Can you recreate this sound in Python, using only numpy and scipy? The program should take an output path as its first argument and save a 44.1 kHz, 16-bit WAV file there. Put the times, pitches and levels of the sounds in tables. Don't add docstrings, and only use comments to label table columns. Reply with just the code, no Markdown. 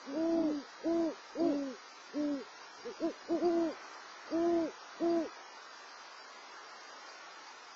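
import sys
import numpy as np
from scipy import signal
from scipy.fft import irfft, next_fast_len
from scipy.io import wavfile
from scipy.ndimage import uniform_filter1d

SR = 44100
rng = np.random.default_rng(int(sys.argv[2]) if len(sys.argv) > 2 else 0)


def amp(db):
    return 10 ** (np.asarray(db, float) / 20)


def write(x):
    x = np.atleast_2d(x).T
    wavfile.write(sys.argv[1], SR, np.round(np.clip(x, -1, 1) * 32767).astype(np.int16))


N = 341775


def read(points, hz):
    f, value = np.transpose(points)
    return np.interp(np.log(hz + 1), np.log(f + 1), value)


def add(mix, start_s, sound):
    part = mix[round(start_s * SR):][:len(sound)]
    part += sound[:len(part)]


def noise(spectrum_db):
    a, b = rng.standard_normal((2, len(spectrum_db)))
    x = irfft((a + 1j * b) * amp(spectrum_db))[:N]
    return x / x.std()


def slow_noise(hz, corner_hz):
    return noise(-np.minimum(6 * (hz / corner_hz) ** 2, 90))


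# [t/s, level/dB]
CARS = [(0, -56.5), (.39, -57), (2.2, -57.5), (2.5, -56), (3.28, -57), (3.75, -52.5), (4.14, -56),
        (4.5, -53), (4.79, -56.5), (5.15, -54), (5.6, -56.5), (7.15, -55), (7.75, -57.5)]
# [f/Hz, level/dB per Hz]
ROAD_SPECTRUM = [(40, -44.5), (120, -28), (200, -19), (330, -6.5), (600, -4.5), (900, 0), (1350, 0.5),
                 (2000, -6), (3000, -15), (5000, -38.5)]
# [f/Hz, level/dB per Hz]
HISS_SPECTRUM = [(1000, -19.5), (2000, -4), (3000, -2.5), (4000, -0.5), (5500, -1), (6600, -3.5),
                 (6850, -7.5), (6950, -14.5), (7500, -10.5), (7700, -59)]
HISS_DB = -59


def night(hz):
    level_db = np.interp(np.arange(N) / SR, *np.transpose(CARS))
    road = amp(level_db + 3.0) * noise(read(ROAD_SPECTRUM, hz))
    hiss = amp(HISS_DB) * noise(read(HISS_SPECTRUM, hz))
    return road + hiss


# [f/Hz, width/Hz, level/dB, throb rate/Hz]
FAR_CRICKETS = [(4790, 400, -67.5, 18), (5500, 280, -71, 15), (4200, 220, -74, 12), (5900, 300, -76, 18)]
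# [t/s, peak level/dB, f/Hz]
NEAR_CHIRPS = [(0.313, -52, 4760), (0.8164, -60.5, 4740), (1.3892, -48, 4770), (1.46, -48.5, 4750),
               (1.5424, -49, 4650), (2.2245, -54, 4880), (2.323, -54, 4970), (2.412, -50, 4790),
               (2.807, -49, 4750), (2.9282, -62, 4770), (3.2031, -53, 4860), (3.4425, -46, 4730),
               (3.713, -47, 4810), (3.8282, -55, 4870), (3.9293, -50, 4890), (4.1056, -53, 4760),
               (4.3104, -47.5, 4740), (4.403, -51, 4680), (4.6319, -50, 4710), (5.1113, -51, 4730),
               (6.1804, -58, 4760), (6.3086, -56, 4700), (6.511, -56, 4790), (6.852, -52, 4680),
               (6.9132, -50, 4750), (7.0898, -48.5, 4750), (7.316, -50, 4850), (7.422, -64, 4400),
               (7.477, -50, 4780), (7.7056, -51, 4820)]


def crickets(hz):
    out = np.zeros(N)
    for centre_hz, width_hz, db, rate_hz in FAR_CRICKETS:
        throb_db = 3.4 * slow_noise(hz, rate_hz)
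        band_db = -np.minimum(6 * (2 * (hz - centre_hz) / width_hz) ** 2, 60)
        out += amp(db + throb_db) * noise(band_db)
    t = np.arange(0, .024, 1 / SR)
    for start_s, db, pitch_hz in NEAR_CHIRPS:
        stroke = np.hanning(len(t)) * np.sin(2 * np.pi * pitch_hz * t)
        add(out, start_s, amp(db - 2.5) * stroke)
    return out


REST_HZ, BOW_HZ_PER_S2, FALL_S = 185.3, 600, .022


def effort(pushes, t):
    start, length, top, drift, rise = np.transpose(pushes)[:, :, None]
    mid = t - start - length / 2
    onset = np.exp(np.minimum((start - t) / rise, 3))
    release = np.exp(np.minimum((t - start - length) / FALL_S, 3))
    arch = top + drift * mid - BOW_HZ_PER_S2 * mid ** 2
    return (arch - (top - REST_HZ) * (onset + release)).max(0)


KNEE_HZ, WAVER_HZ, WAVER_DB = 24, 1.5, 0.73
VOICED_S = .006


def hoot(pushes, voice, octave_rad, level_db, octave_db, third_db, puff_db, air, waver):
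    t = np.arange(pushes[0][0] - VOICED_S, sum(pushes[-1][:2]) + 0.042, 1 / SR)
    first_sample = round(t[0] * SR)
    at = slice(first_sample, first_sample + len(t))
    drive = effort(pushes, t) + WAVER_HZ * waver[0, at]
    effort_hz, first_db, second_db = np.transpose(voice)
    first_db = np.interp(drive, effort_hz, first_db) + level_db + WAVER_DB * waver[1, at]
    second_db = np.interp(drive, effort_hz, second_db) + level_db + octave_db + 2 * WAVER_DB * waver[2, at]
    pitch_hz = REST_HZ + KNEE_HZ * np.logaddexp(0, (drive - REST_HZ) / KNEE_HZ)
    pitch_hz = uniform_filter1d(pitch_hz, size=400)
    first = uniform_filter1d(amp(first_db), size=400)
    octave = uniform_filter1d(amp(second_db), size=400)
    phase = 2 * np.pi * np.cumsum(pitch_hz) / SR
    tone = first * np.cos(phase) + octave * np.cos(2 * phase + octave_rad)
    tone += amp(third_db) * np.sqrt(first * octave) * np.cos(3 * phase)
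    puff = amp(puff_db) * np.maximum(first, octave) * air[at]
    return t[0], (puff - np.sqrt(2) * tone) * signal.windows.tukey(len(t), .03)


# [t/s, length/s, top f/Hz, drift/(Hz/s), rise/s]
LOW_AWAY = [
    [(0.061, 0.124, 284.8, -15, .014)],
    [(.342, .298, 303.7, -60, .018)],
]
HIGH_HOOTS = [
    [(0.13, .395, 332.7, -6, .013)],
    [(0.838, 0.29, 335.3, -35, .011)],
    [(1.355, .193, 348.4, -250, 0.031)],
    [(2.852, 0.06, 300.6, -100, 0.02)],
    [(3.006, 0.11, 360, -250, .019)],
    [(3.287, 0.12, 351.2, -330, 0.015), (3.394, .155, 364.4, -16, .022), (3.47, 0.26, 337, -100, 0.016)],
    [(4.308, 0.39, 341.3, -15.5, .011)],
    [(5.001, 0.27, 338.4, -74, .010)],
]
LOW_HOOTS = [
    [(1.398, .357, 284.6, -83.5, .013)],
    [(2.14, .292, 291.4, -125, .013)],
]
# [effort f/Hz, fundamental level/dB, octave level/dB]
HIGH_LEVELS = [(-100, -91.5, -69.5), (109, -77.5, -52.5), (207.5, -57.5, -43.5), (255, -50, -41.5),
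               (290.5, -41, -42), (324, -33.5, -39), (352.5, -28.5, -38)]
LOW_LEVELS = [(-100, -94.5, -78.5), (110, -80, -58), (197.5, -60, -45), (263, -43.5, -47.5),
              (282, -36.5, -44), (311, -31, -44.5)]
# [f/Hz, level/dB per Hz]
PUFF_SPECTRUM = [(20, -10.5), (60, -14.5), (150, -8.5), (230, 4), (450, -6), (750, -5), (1100, -22.5),
                 (2000, -63)]
WAVER_S = 0.027


def owls(hz):
    out = np.zeros(N)
    air = noise(read(PUFF_SPECTRUM, hz))
    waver = np.array([slow_noise(hz, 1 / WAVER_S) for _ in range(3)])
    for pushes in LOW_AWAY:
        add(out, *hoot(pushes, LOW_LEVELS, octave_rad=1.4, level_db=-2.5, octave_db=-4.5,
                       third_db=-26, puff_db=-18, air=air, waver=waver))
    for pushes in HIGH_HOOTS:
        add(out, *hoot(pushes, HIGH_LEVELS, octave_rad=0.24, level_db=0.082, octave_db=0.053,
                       third_db=-20.5, puff_db=-16.5, air=air, waver=waver))
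    for pushes in LOW_HOOTS:
        add(out, *hoot(pushes, LOW_LEVELS, octave_rad=1.7, level_db=0.15, octave_db=0.076,
                       third_db=-30.5, puff_db=-18, air=air, waver=waver))
    return out


def scene():
    hz = np.fft.rfftfreq(2 * next_fast_len(N // 2 + 1), 1 / SR)
    return (night(hz) + crickets(hz) + owls(hz))[None]


# [f/Hz, level/dB]
STEP_OVER_LOCAL = [(100, 10), (300, 9), (700, 10), (1200, 13), (2500, 15), (4500, 15.5), (6800, 15.5),
                   (7200, 14)]
BAND_STARTS = np.r_[0:88:8, 88:196:12, 196:260:16, np.geomspace(260, 832, 17).round().astype(int), 896, 960]
SIZE, LEAD = 1024, 233


def camera_sound(x, least_db, most_db, unrest_db, top_share):
    slow = signal.resample_poly(np.pad(x, (441 - LEAD, 9000)), 160, 441)
    slow = np.pad(slow, (2 * SIZE - 160, 0)).astype(np.float32)
    n, k = np.arange(2 * SIZE)[:, None], np.arange(SIZE) + .5
    window = np.sin(np.pi * (n + .5) / (2 * SIZE))
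    basis = window * np.cos(np.pi / SIZE * (n + .5 + SIZE / 2) * k)
    basis = basis.astype(np.float32)
    lines = np.lib.stride_tricks.sliding_window_view(slow, 2 * SIZE)[::SIZE].copy() @ basis

    band = np.searchsorted(BAND_STARTS, np.arange(SIZE), "right") - 1
    width = np.bincount(band)
    local_db = uniform_filter1d(20 * np.log10(abs(lines) + 1e-6), size=56, axis=1, mode="nearest")
    band_db = np.add.reduceat(local_db, BAND_STARTS, axis=1) / width
    power_db = 10 * np.log10(np.add.reduceat(lines ** 2, BAND_STARTS, axis=1) / width + 1e-12)
    band_db = np.maximum(band_db, power_db - 6)
    step_db = np.maximum(band_db + read(STEP_OVER_LOCAL, BAND_STARTS * 8000 / SIZE), least_db)
    step_db = np.minimum(step_db, np.median(step_db, axis=0) + most_db)
    step = amp(step_db + unrest_db * rng.standard_normal(step_db.shape))[:, band]
    kept = np.sign(lines) * step * np.floor((abs(lines) / step) ** .75 + .4054) ** (4 / 3)

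    peak_db = power_db.max(1, keepdims=True)
    loud = peak_db > np.median(peak_db) + 12
    kept[:, BAND_STARTS[-2]:] *= rng.random((len(kept), 1)) < top_share * (1 - .8 * loud)

    halves = (kept @ basis.T * 2 / SIZE).reshape(-1, 2, SIZE)
    slow = (halves[1:, 0] + halves[:-1, 1]).ravel()[SIZE - 160:]
    lowpass = signal.firwin(14001, 8050, fs=160 * SR, window=("kaiser", 7))
    return signal.resample_poly(slow, 441, 160, window=lowpass)[441 - LEAD:][:N]


def top_cut(x):
    return signal.sosfilt(signal.butter(12, 8790, fs=SR, output="sos"), x)


def record(dry):
    heard = camera_sound(dry[0], least_db=-30, most_db=7, unrest_db=2.4, top_share=.58)
    return top_cut(heard[None])


dry = scene()
out = record(dry)
write(out)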